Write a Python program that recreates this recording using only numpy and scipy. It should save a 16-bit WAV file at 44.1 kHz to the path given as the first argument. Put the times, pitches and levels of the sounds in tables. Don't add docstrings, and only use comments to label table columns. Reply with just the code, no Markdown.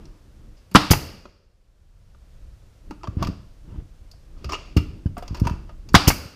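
import sys
import numpy as np
from scipy import signal
from scipy.fft import rfft, irfft
from scipy.io import wavfile
from scipy.ndimage import uniform_filter1d, map_coordinates

SR = 44100
rng = np.random.default_rng(int(sys.argv[2]) if len(sys.argv) > 2 else 0)


def bounce(signal):
    frames = np.transpose(np.atleast_2d(signal))
    limited = np.clip(frames, -1, 1)
    pcm = np.round(limited * 32767).astype(np.int16)
    wavfile.write(sys.argv[1], SR, pcm)


def magnitude_from_level(level_db):
    exponent = np.asarray(level_db, float) / 20
    return 10 ** exponent


N = 280035


def rms_one(x):
    return x / np.sqrt(np.mean(x ** 2) + 1e-20)


def at_hz(points, hz):
    table_hz, values = np.transpose(points)
    return np.interp(np.log(hz + 1e-3), np.log(table_hz), values)


def coloured(spectrum, size):
    hz = np.arange(size // 2 + 1) * SR / size
    white = rfft(rng.standard_normal(size))
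    return rms_one(irfft(white * magnitude_from_level(at_hz(spectrum, hz)), size))


def drift(rate_hz):
    knots = rng.standard_normal(400)
    return map_coordinates(knots, [np.arange(N) * rate_hz / SR], order=3)


def add(out, start_s, piece):
    i = round(start_s * SR)
    out[i:i + len(piece)] += piece[:N - i]


def fade(t, rise, t60):
    t = np.maximum(t, 0)
    return (1 - np.exp(-t / max(rise, 1e-4))) * magnitude_from_level(-60 * t / max(t60, 0.004))


def resonate(x, hz, width_hz):
    r = np.exp(-np.pi * width_hz / SR)
    b = np.array([1, 0, -1]) * (1 - r * r) / 2
    a = [1, -2 * r * np.cos(2 * np.pi * hz / SR), r * r]
    return signal.lfilter(b, a, x)


def ringing(x, modes):
    out = 0
    for hz, db, t60 in modes:
        width_hz = np.log(1000) / np.pi / t60
        out = out + magnitude_from_level(db) * np.sqrt(t60 * 300) * resonate(x, hz, width_hz)
    return out


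def body(x, group):
    out = 0
    tune = magnitude_from_level(rng.normal(0, [0.15, 2.0], (len(group), 2)))
    for (hz, width_hz, db), (pitch, gain) in zip(group, tune):
        once = resonate(x, hz * pitch, width_hz)
        out = out + gain * magnitude_from_level(db) * resonate(once, hz * pitch, 2 * width_hz)
    return out


def grit(size, rough_db):
    return rng.standard_normal(size) * magnitude_from_level(rough_db * np.minimum(rng.exponential(1, size), 4))


def thud(hz, t60, sweep, rise):
    t = np.arange(SR // 4) / SR
    turns = hz * t + sweep * (1 - np.exp(-t / 0.0023))
    wave = np.sin(2 * np.pi * turns) * fade(t, rise, t60)
    return wave / np.abs(wave).max()


def rattle(group, t60, rise, rough_db):
    t = np.arange(SR // 5) / SR
    wave = body(grit(len(t), rough_db) * fade(t, rise, t60), group)
    return wave / np.sqrt(uniform_filter1d(wave ** 2, size=130).max())


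PUFF_T = np.arange(16384) / SR


def puff(spectrum, rise, t60):
    return coloured(spectrum, len(PUFF_T)) * fade(PUFF_T, rise, t60)


# pitch in Hz, width in Hz, level in dB.
WOOD = [(385, 110, -5), (567, 310, -1.5), (906.7, 280, -2), (1156, 87, -4.5)]
HOUSING = [(2252, 550, -4), (2665, 590, 2.5), (3210, 350, -7.5)]
STEEL = [(4770, 590, 1), (5300, 940, -1.5), (6050, 250, -6.5), (6530, 350, -7)]
EDGE = [(9000, 3000, -3), (11500, 2800, -4), (13600, 3100, -1)]
# pitch in Hz, width in Hz, level in dB.
BITE = [(2000, 640, -3), (2900, 760, 1), (3600, 500, -2), (4750, 600, 0)]
# frequency in Hz, level in dB per Hz.
BLAST = [(180, -32.5), (300, -7.5), (450, -20), (750, -6), (1120, -4.5), (1390, -7.5), (3700, -20),
         (4590, -14.5), (5080, -22.5), (14700, -40.5), (16000, -46.5)]


def blow(sharp, dull, fire, blow_db, bite_db):
    add(sharp, fire - 0.009, magnitude_from_level(blow_db - 45) * rattle(STEEL + EDGE, 0.1, rise=0.003, rough_db=1.5))
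    add(sharp, fire, magnitude_from_level(blow_db - 5.5) * thud(1300, 0.011, sweep=0.05, rise=0.0011))
    add(sharp, fire, magnitude_from_level(blow_db - 17) * rattle(HOUSING + STEEL, 0.056, rise=0.00044, rough_db=1.5))
    add(dull, fire + 0.0013, magnitude_from_level(blow_db + 4) * thud(85, 0.016, sweep=0.7, rise=0.0012))
    add(sharp, fire + 0.0052, magnitude_from_level(blow_db - 0.5) * puff(BLAST, rise=0.0015, t60=0.079))
    add(sharp, fire + 0.008, magnitude_from_level(blow_db + bite_db) * rattle(BITE, 0.074, rise=0.0037, rough_db=3))


# frequency in Hz, level in dB per Hz.
LEAK = [(190, -9.5), (240, -24.5), (295, -5.5), (370, -22), (560, -15), (800, -10), (1190, -8.5),
        (1840, -18), (4670, -17.5), (6850, -32), (15100, -43), (15600, -70)]
# pitch in Hz, width in Hz, level in dB.
LEAK_HISS = [(3720, 700, 0), (4500, 700, 1), (5230, 680, -2)]


def leak(sharp, fire, blow_db, release, hiss_db):
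    held = np.clip((release - fire - PUFF_T) / 0.0033, 0, 1)
    add(sharp, fire + 0.001, magnitude_from_level(blow_db - 10.5) * puff(LEAK, rise=0.0057, t60=0.45) * held)
    hiss = rms_one(body(grit(len(PUFF_T), rough_db=2), LEAK_HISS)) * fade(PUFF_T, 0.01, 0.53)
    add(sharp, fire + 0.01, magnitude_from_level(blow_db + hiss_db) * hiss * np.roll(held, -400))


# frequency in Hz, level in dB per Hz.
SHUDDER = [(25, -20.5), (45, 1), (95, -2), (180, -6.5), (300, -5), (450, -34), (900, -61)]
# frequency in Hz, level in dB per Hz.
JET = [(470, -33.5), (800, 0), (1660, -11), (2600, -4.5), (3900, -11.5), (4750, -0.5), (6300, -2.5),
       (8130, -11.5), (12500, -6), (15100, -6), (15600, -40)]


def exhaust(sharp, dull, release, jet_db, home):
    add(sharp, release, magnitude_from_level(jet_db - 17) * rattle(HOUSING + WOOD, 0.011, rise=0.0004, rough_db=8.5))
    valve_open = np.clip((home - release - 0.003 - PUFF_T) / 0.006, 0.5, 1)
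    add(sharp, release + 0.0035, magnitude_from_level(jet_db - 0.5) * puff(JET, rise=0.0067, t60=0.17) * valve_open)
    add(dull, release + 0.0039, magnitude_from_level(jet_db + 2) * thud(88, 0.04, sweep=0.22, rise=0.002))
    add(dull, release + 0.0095, -magnitude_from_level(jet_db - 5) * thud(190, 0.011, sweep=0.02, rise=0.001))
    add(sharp, release + 0.0118, magnitude_from_level(jet_db - 7) * rattle(BITE, 0.0041, rise=0.00028, rough_db=2.5))
    add(sharp, release + 0.012, magnitude_from_level(jet_db + 5) * thud(200, 0.0089, sweep=0.37, rise=0.0001676))
    shaking = puff(SHUDDER, rise=0.0041, t60=0.482) * (1 - PUFF_T / PUFF_T[-1])
    add(dull, release + 0.014, magnitude_from_level(jet_db - 16) * shaking)


def piston_return(sharp, home, home_db):
    add(sharp, home, -magnitude_from_level(home_db + 1.5) * thud(773, 0.0053, sweep=0.21, rise=0.00049))
    add(sharp, home, magnitude_from_level(home_db - 7.5) * rattle(WOOD + HOUSING, 0.01, rise=0.00034, rough_db=6.5))
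    add(sharp, home + 0.0016, magnitude_from_level(home_db - 10) * puff(BLAST, rise=0.00072, t60=0.081))


# trigger pulled in seconds, blow in dB, trigger released in seconds, exhaust in dB.
SHOTS = [
    (0.749, 4, 0.9025, 7.5),
    (5.9424, 3.5, 6.0712, 7),
]
BITE_DB = (-12.5, -6)
LEAK_HISS_DB = (-26, -19)
# start in seconds,
# peak in dB, pitch in Hz, T60 in s.
SHOT_SWINGS = [(0.7546, -3.5, 316, 0.054), (0.7600, 1, 183, 0.064), (0.7645, -3, 197, 0.056),
               (0.7702, -6.5, 130, 0.11), (0.9181, 4.5, 143, 0.13), (5.9490, -4, 300.3, 0.012),
               (5.954, -2.5, 182, 0.039), (5.9587, 4.5, 90, 0.05), (6.0865, -4, 100, .09),
               (0.7560, -1, 1320, 0.068), (0.7590, -18, 1905, .04), (5.9490, -4, 1060, 0.051),
               (5.9495, -7.5, 3370, 0.042), (5.9530, -20, 4840, 0.032), (6.1070, -4, 2170, .04),
               (6.1170, -12, 2300, 0.033), (6.1300, -12, 2250, .04), (0.7700, -21, 298, 0.34),
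               (5.9620, -18, 297, 0.41), (0.7570, -6.5, 830, .06), (5.9505, -1.5, 788, 0.057),
               (5.957, -8, 690, 0.11), (0.9150, -4, 35, .2), (6.0840, -3, 31, 0.15),
               (5.985, -17, 95, 0.17), (0.955, -6, 95, .08), (6.126, -7, 80, .09)]


def nailer():
    sharp, dull = np.zeros(N), np.zeros(N)
    for (fire, blow_db, release, jet_db), bite_db, hiss_db in zip(SHOTS, BITE_DB, LEAK_HISS_DB):
        home = release + 0.0314
        blow(sharp, dull, fire, blow_db, bite_db)
        leak(sharp, fire, blow_db, release, hiss_db)
        exhaust(sharp, dull, release, jet_db, home)
        piston_return(sharp, home, home_db=jet_db + 1.5)
    for start, db, hz, t60 in SHOT_SWINGS:
        add(dull, start, magnitude_from_level(db) * thud(hz, t60, sweep=0.05, rise=0.00086))
    return sharp, dull


# pitch in Hz, level in dB, T60 in s.
SHELL = [(860, -14, 0.27), (1233.5, -11, .15), (1276, -8, .22), (1570, -14, .2), (1560, -14, .2),
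         (2336, -13.5, .25), (2735, -8.5, .4), (2900, -13.5, .3), (3870, -11.5, .35), (4360, -12, .35),
         (4520, -7, .5), (4700, -5, 0.6), (4930, -6.5, 0.54), (5097, -8, .4)]


def tool_shell(sharp):
    return magnitude_from_level(-16) * ringing(sharp, SHELL)


# start in seconds, peak in dB, T60 in s.
BUMPS = [(3.082, -18, 0.045), (3.092, -26, 0.034), (3.168, -13, 0.035), (3.179, -23, .04),
         (3.204, -23, 0.17), (3.214, -19, 0.1), (3.22, -13, 0.019), (3.236, -19, 0.043), (3.286, -12, 0.02),
         (3.297, -18, 0.022), (3.676, -36, 0.033), (3.7, -35, 0.03), (3.717, -33, 0.024),
         (3.727, -33, 0.023), (3.743, -31.5, .03), (3.756, -35, .03), (3.772, -27.5, 0.082),
         (3.783, -31, .04), (3.805, -34, 0.032), (3.816, -37, 0.024), (3.822, -33, 0.038),
         (4.447, -24.5, 0.16), (4.462, -33, 0.1), (4.765, -3, 0.063), (4.803, -19, 0.11),
         (5.057, -8.5, 0.037), (5.068, -23, .04), (5.095, -25, 0.077), (5.307, -17, 0.064),
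         (5.326, -20, 0.059), (5.416, -4, 0.035), (5.426, -19, 0.025), (5.434, -14.5, 0.04),
         (5.461, -12, 0.023), (5.509, -13.5, 0.053), (5.535, -23, 0.044), (5.896, -41, 0.079),
         (6.255, -12.5, 0.039)]
# start in seconds, peak in dB, pitch in Hz, T60 in s.
KNOCKS = [(0.714, -40, 187, 0.38), (1.012, -20, 300, 0.09), (1.135, -25.5, 187, .1),
          (1.256, -30, 205, 0.078), (1.254, -28, 560, 0.029), (1.255, -29.5, 1302, 0.02),
          (2.908, -28.5, 299.6, 0.036), (3.0397, -28.5, 905, 0.012), (3.072, -31, 1144, 0.022),
          (3.2252, -19.5, 1100, 0.02), (3.271, -35, 1198, .04), (4.365, -58, 1250, 0.1),
          (4.492, -27, 1156, 0.024), (4.498, -32, 1207, .04), (4.5056, -29, 1225, 0.028),
          (4.519, -28, 1032, .06), (4.52, -30, 5500, .015), (4.5328, -26, 1060, 0.013),
          (4.531, -25, 2740, 0.018), (4.536, -31, 2900, 0.033), (4.543, -28, 2853, 0.045),
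          (4.551, -30.5, 1250, 0.035), (4.556, -42, 2800, 0.031), (4.113, -56, 4690, 0.14),
          (4.114, -48, 5270, .03), (4.4828, -28, 89.4, 0.026), (4.52, -36, 290, 0.068),
          (3.051, -46, 3160, 0.022), (3.238, -40, 2610, 0.024), (3.246, -39, 2330, 0.022),
          (4.769, -33, 4730, 0.049), (4.77, -32.5, 5220, 0.055), (4.772, -41, 1276, 0.11),
          (4.77, -35, 2000, 0.04), (5.279, -53, 4920, 0.2), (4.765, -13, 284, 0.027),
          (4.769, -25, 2752, 0.028), (4.771, -62, 2790, 0.24), (4.79, -29.5, 301.5, 0.16),
          (4.7806, -8, 123, 0.015), (5.06, -47.5, 1560, 0.03), (5.068, -55, 3000, .05),
          (2.918, -34, 200, .06), (3.012, -50, 1250, .05), (4.533, -30.5, 396, 0.045),
          (4.44, -38, 388, .06), (5.168, -30.5, 701, 0.058), (5.177, -28, 210, 0.029),
          (5.224, -37, 715, 0.068), (5.47, -26, 943, 0.025)]


def bumps():
    soft, hard = np.zeros(N), np.zeros(N)
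    for start, db, t60 in BUMPS:
        add(soft, start + 0.00047, -magnitude_from_level(db - 1.5) * thud(69.5, t60, sweep=0.55, rise=0.0022))
    for start, db, hz, t60 in KNOCKS:
        add(hard, start, magnitude_from_level(db) * thud(hz, t60, sweep=0.14, rise=0.0022))
    return hard + signal.sosfilt(signal.butter(2, 340, fs=SR, output="sos"), soft)


# start in seconds, level in dB, hardness in dB, T60 in s.
TAPS = [(1.254, -21, -1, 0.034), (2.147, -47, -6, 0.021), (2.908, -31, 4, 0.033), (2.914, -41.5, 0, 0.1),
        (3.033, -31.5, 9, 0.021), (3.04, -30.5, 4, 0.07), (3.073, -31.5, 5, 0.023),
        (3.2255, -19.5, 8.5, 0.034), (4.136, -53, -2, 0.024), (5.168, -31, -3.5, 0.05),
        (5.18, -33.5, 8, 0.085), (5.223, -29.5, 0, 0.074), (5.3975, -40.5, 14, 0.065),
        (5.451, -31, 8, 0.074), (5.47, -18, 6.5, 0.043), (5.496, -28, 5, 0.023), (5.692, -38, -1, 0.079)]
# start in seconds, level in dB, share passed to the board in dB, T60 in s.
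CLACKS = [(0.713, -48.5, 4.5, 0.14), (3.236, -38, 10, 0.07), (3.247, -34.5, -9, 0.038),
          (3.2705, -33, 6.5, 0.039), (4.443, -34, 0.5, 0.074), (4.493, -35, 6, 0.14),
          (4.521, -29, 3.5, 0.065), (4.533, -30.5, 9, 0.011), (4.551, -43, 12, 0.014),
          (4.766, -30, 3.5, 0.03), (4.769, -28, -7, 0.064), (4.775, -32, 3, 0.059),
          (5.06, -53.5, 12.5, 0.088), (5.345, -37, 8, 0.1), (5.37, -42, 7, 0.071)]
# start in seconds, level in dB, dull part in dB, T60 in s.
TICKS = [
    (0.054, -44.5, -11.5, 0.042),
    (4.113, -40, -16.5, 0.041),
    (5.279, -33, 2, 0.024),
    (5.398, -35, -3, 0.039),
    (5.47, -34.5, -8, 0.032),
    (5.888, -38, 2, 0.057),
]
TAP_DB = (1, -14.5, -16)
TAP_FOLLOWS = (0, 0.37, 0.74)
CLACK_DB = (-0.5, -1.5, -0.5)
CLACK_FOLLOWS = (0.97, -0.14, 0.08)
TICK_DB = (-12, -9, -1)
TICK_FOLLOWS = (2.1, 0.44, 0.026)
# start in seconds, peak in dB, T60 in s.
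SPITS = [(0.0543, -66, 0.05), (0.7133, -46.5, 0.042), (2.9075, -52.5, 0.05), (3.0714, -61, 0.05),
         (3.225, -36, 0.039), (3.2464, -48, 0.05), (3.2705, -44, 0.05), (4.113, -51.5, 0.05),
         (4.4425, -48, 0.047), (4.4912, -51, 0.05), (4.5211, -40, 0.05), (4.5324, -48, 0.046),
         (4.7674, -31, 0.058), (5.1774, -40, 0.05), (5.2255, -49, 0.05), (5.2785, -53, 0.05),
         (5.3453, -47, 0.05), (5.3687, -49, 0.05), (5.3981, -40.5, 0.045), (5.4514, -50, 0.05),
         (5.47, -36, 0.04), (5.4954, -51, 0.05), (5.887, -51.5, 0.047)]


def clacks():
    out = np.zeros(N)
    kinds = ((TAPS, TAP_DB, TAP_FOLLOWS), (CLACKS, CLACK_DB, CLACK_FOLLOWS), (TICKS, TICK_DB, TICK_FOLLOWS))
    for rows, kind_db, follows in kinds:
        for start, db, colour_db, t60 in rows:
            levels_db = db + np.array(kind_db) + colour_db * np.array(follows)
            for group, level_db, lasting in zip((WOOD, HOUSING, STEEL), levels_db, (1.0, 0.99, 0.92)):
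                hit = rattle(group, t60 * lasting, rise=0.0004, rough_db=3)
                add(out, start, magnitude_from_level(level_db - 4.5) * hit)
    for start, db, t60 in SPITS:
        add(out, start, magnitude_from_level(db - 7) * rattle(EDGE, 0.85 * t60, rise=0.0007, rough_db=3))
    return out


# start, loudest and end in seconds, level in dB, housing share in dB,
# steel relative to housing in dB.
SLIDES = [
    (0.0, 0.003, 0.31, -61, -12, 1),
    (0.561, 0.575, 0.66, -70.5, 1.5, 4),
    (3.162, 3.227, 3.27, -39, -12.5, -3),
    (3.639, 3.76, 3.78, -56.5, -9, -10),
    (4.354, 4.385, 4.7, -63.5, -4, 0.5),
    (4.489, 4.488, 4.81, -47.5, -1.5, -3.5),
    (4.529, 4.543, 4.57, -34.5, 0.5, -5),
    (5.246, 5.254, 5.75, -53, -10, -2),
    (5.425, 5.447, 5.6, -44.5, -9, -2),
]


def slides():
    out, t = np.zeros(N), np.arange(SR // 4) / SR
    for start, top, end, db, metal_db, steel_db in SLIDES:
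        stroke = np.interp(t, [0, top - start, end - start], [0, 1, 0]) ** 1.3
        for group, share_db in zip((WOOD, HOUSING, STEEL), (0, metal_db, metal_db + steel_db)):
            scrape = rms_one(body(grit(len(t), rough_db=2.5), group))
            add(out, start, magnitude_from_level(db + share_db) * stroke * scrape)
    return out


# start in seconds, level in dB.
SHELL_HITS = [
    (4.769, -29),
    (4.533, -37),
    (4.113, -56.5),
    (3.702, -60),
    (3.77, -58),
    (3.8, -56),
]
# pitch in Hz, level in dB, T60 in s.
MAGAZINE = [(996, -6, .3), (1276, -10, 0.39), (2030, -16, .3), (2300, -1, .3), (2780, -2, 0.19),
            (2800, 9, 0.14), (3930, -10, .35), (4301, -20, .4), (4750, -8, .5), (4790, -10, 0.34),
            (5152, -6.5, 0.42), (5265, -18, 0.32), (5534, -14, .4)]


def magazine():
    clicks = np.zeros(N)
    for start, db in SHELL_HITS:
        add(clicks, start, magnitude_from_level(db + 13) * rng.standard_normal(6))
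    return ringing(clicks, MAGAZINE)


# pitch in Hz, level in dB, T60 in s.
BOARDS = [(40, -20, 0.086), (70, -24, 0.25), (160, -29, 0.33), (299.6, -22.5, 0.28)]


def floor_boards(structure):
    return ringing(structure, BOARDS)


# frequency in Hz, T60 in s.
ROOM_T60 = [(60, 0.63), (200, 0.66), (1000, 0.27), (4500, 0.53), (8000, 0.32), (14000, 0.25)]
# frequency in Hz, level in dB.
ROOM_COLOUR = [(60, -0.5), (190, -4), (300, -0.5), (450, -2), (1200, -1), (2500, 1.5), (4700, -1.5),
               (8000, -1.5), (14000, -1)]


def room(x):
    t, tail = np.arange(SR) / SR, 0
    edges_hz = 45 * 2 ** np.arange(0, 8.6, 0.5)
    white = rng.standard_normal((2, SR))
    for k, (low, high) in enumerate(zip(edges_hz, edges_hz[1:])):
        hz = np.sqrt(low * high)
        bandpass = signal.butter(2, [low, high], "band", fs=SR, output="sos")
        band = signal.sosfilt(bandpass, white[k % 2])
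        decay = fade(t - 0.004, 0.00084, at_hz(ROOM_T60, hz))
        tail = tail + band * magnitude_from_level(at_hz(ROOM_COLOUR, hz)) * decay
    return signal.fftconvolve(x, tail / np.sqrt(np.sum(tail ** 2)))[:N]


# frequency in Hz, T60 in s.
WASH_T60 = [(200, .66), (550, 0.74), (850, .55), (1250, 0.64), (2000, 0.62), (4800, 0.65), (8000, 0.48),
            (14000, 0.39)]
# frequency in Hz, level in dB.
WASH_COLOUR = [(200, -4.5), (550, -2), (850, -6), (1250, -2.5), (1900, -2.5), (2750, -3), (3700, -3.5),
               (4900, -5.5), (6500, -4), (9000, 0), (14000, 0.5)]
# pitch in Hz, width in Hz, level in dB.
ROOM_RINGS = [(556, 150, -6), (1250, 260, -6), (2740, 220, -1.5), (4650, 400, 1), (4940, 400, -0.5)]


def wash(x):
    late_db, late_lasts = -22, 1.7
    out, white = 0, rng.standard_normal((2, N))
    edges_hz = 180 * 2 ** np.arange(0, 6.6, 0.25)
    for k, (low, high) in enumerate(zip(edges_hz, edges_hz[1:])):
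        hz = np.sqrt(low * high)
        t60 = at_hz(WASH_T60, hz)
        bandpass = signal.butter(2, [low, high], "band", fs=SR, output="sos")
        power = signal.sosfilt(bandpass, x + 1e-18) ** 2
        near = magnitude_from_level(-120 / SR / t60)
        far = magnitude_from_level(-120 / SR / t60 / late_lasts)
        held = signal.lfilter([1 - near], [1, -near], power)
        held = held + magnitude_from_level(late_db) ** 2 * signal.lfilter([1 - far], [1, -far], power)
        noise = rms_one(signal.sosfilt(bandpass, white[k % 2]))
        out = out + magnitude_from_level(at_hz(WASH_COLOUR, hz)) * np.sqrt(held * t60 / 0.32) * noise
    return out + sum(magnitude_from_level(db) * resonate(out, hz, width_hz) for hz, width_hz, db in ROOM_RINGS)


# start, strongest and end in seconds, rubbing in dB.
SHIFTS = [(-.1, 0.0, 0.25, -43), (0.068, 0.482, 0.59, -52), (0.751, 1.201, 1.38, -44),
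          (2.81, 2.931, 2.91, -42.5), (2.852, 3.262, 3.48, -35), (3.601, 3.694, 3.96, -45),
          (3.6, 3.802, 3.85, -41.5), (4.204, 4.454, 4.84, -45), (4.49, 4.868, 5.35, -41),
          (4.903, 5.444, 6, -43), (5.749, 5.941, 6.13, -41.5), (5.796, 6.198, 6.4, -43)]
# time in seconds, level in dB.
SWAY = [(0, -53), (.5, -50.5), (1.1, -42), (1.4, -48), (1.7, -47.5), (2.0, -43), (2.25, -45.5), (2.55, -43),
        (2.8, -48), (3.5, -47), (4.15, -45), (4.4, -49.5), (5.3, -46.5), (5.8, -43), (6.35, -47.5)]
# frequency in Hz, level in dB per Hz.
RUMBLE = [(13, -29), (22, 2.5), (43, 0.5), (113, -12.5), (134, -18), (200, -26.5), (260, -53.5),
          (440, -120)]
# frequency in Hz, level in dB per Hz.
RUB = [(65, -32.5), (110, -4), (208, -3), (255, -10), (294, -2.5), (616, -27), (898, -29.5), (3500, -41.5),
       (4550, -72), (7700, -120)]


def movement():
    rest_db = -66
    t = np.arange(N) / SR
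    efforts_db = [np.interp(t, [start, top, end], [0, db - rest_db, 0]) for start, top, end, db in SHIFTS]
    effort_db = np.max(efforts_db, axis=0)
    sway_db = np.interp(t, *np.transpose(SWAY)) + 0.53 * effort_db
    rumble = magnitude_from_level(sway_db + 0.59 * drift(21)) * coloured(RUMBLE, size=N + 1)[:N]
    rub = magnitude_from_level(rest_db + effort_db + 0.8 * drift(40)) * coloured(RUB, size=N + 1)[:N]
    return rumble + rub


# frequency in Hz, level in dB per Hz.
HISS = [(76, -31.5), (115, -1), (200, -13), (328, -18), (532, -12), (812, -20), (1460, -22), (2090, -25.5),
        (5620, -28), (15100, -40), (15500, -70)]


def noise_floor():
    return magnitude_from_level(-60.5) * coloured(HISS, size=N + 1)[:N]


def scene():
    sharp, dull = nailer()
    sharp = sharp + tool_shell(sharp)
    handling = clacks() + slides() + magazine()
    structure = dull + bumps()
    wet = room(magnitude_from_level(-4) * handling + magnitude_from_level(-4.5) * structure)
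    wet = wet + wash(magnitude_from_level(-1.5) * sharp + magnitude_from_level(-4) * handling)
    direct = sharp + handling + structure + floor_boards(structure)
    return (direct + magnitude_from_level(-11) * wet + movement() + noise_floor())[None]


def band_limit(x):
    return signal.sosfilt(signal.butter(12, 16430, fs=SR, output="sos"), x)


GAIN_DIP_DB = (11.5, 8)


def record(dry):
    attack_s, recovery_db_per_s = 0.0094, 13.5
    t, gain_db = np.arange(N) / SR, 0
    for fire, _, release, _ in SHOTS:
        pulled_db = 0
        for dip_db, start in zip(GAIN_DIP_DB, (fire + 0.0098, release + 0.0091)):
            pulled_db = pulled_db + dip_db * (1 - np.exp(-np.maximum(t - start, 0) / attack_s))
        recovered_db = recovery_db_per_s * np.maximum(t - release, 0)
        gain_db = gain_db - np.maximum(pulled_db - recovered_db, 0)
    x = signal.sosfilt(signal.ellip(6, 0.3, 30, 15050, fs=SR, output="sos"), dry) * magnitude_from_level(gain_db)
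    flat = 0.92 * x / (1 + np.abs(x) ** 4) ** (1 / 4)
    cut = signal.sosfilt(signal.cheby2(16, 75, 16900, fs=SR, output="sos"), flat)
    return band_limit(cut)


dry = scene()
out = record(dry)
bounce(out)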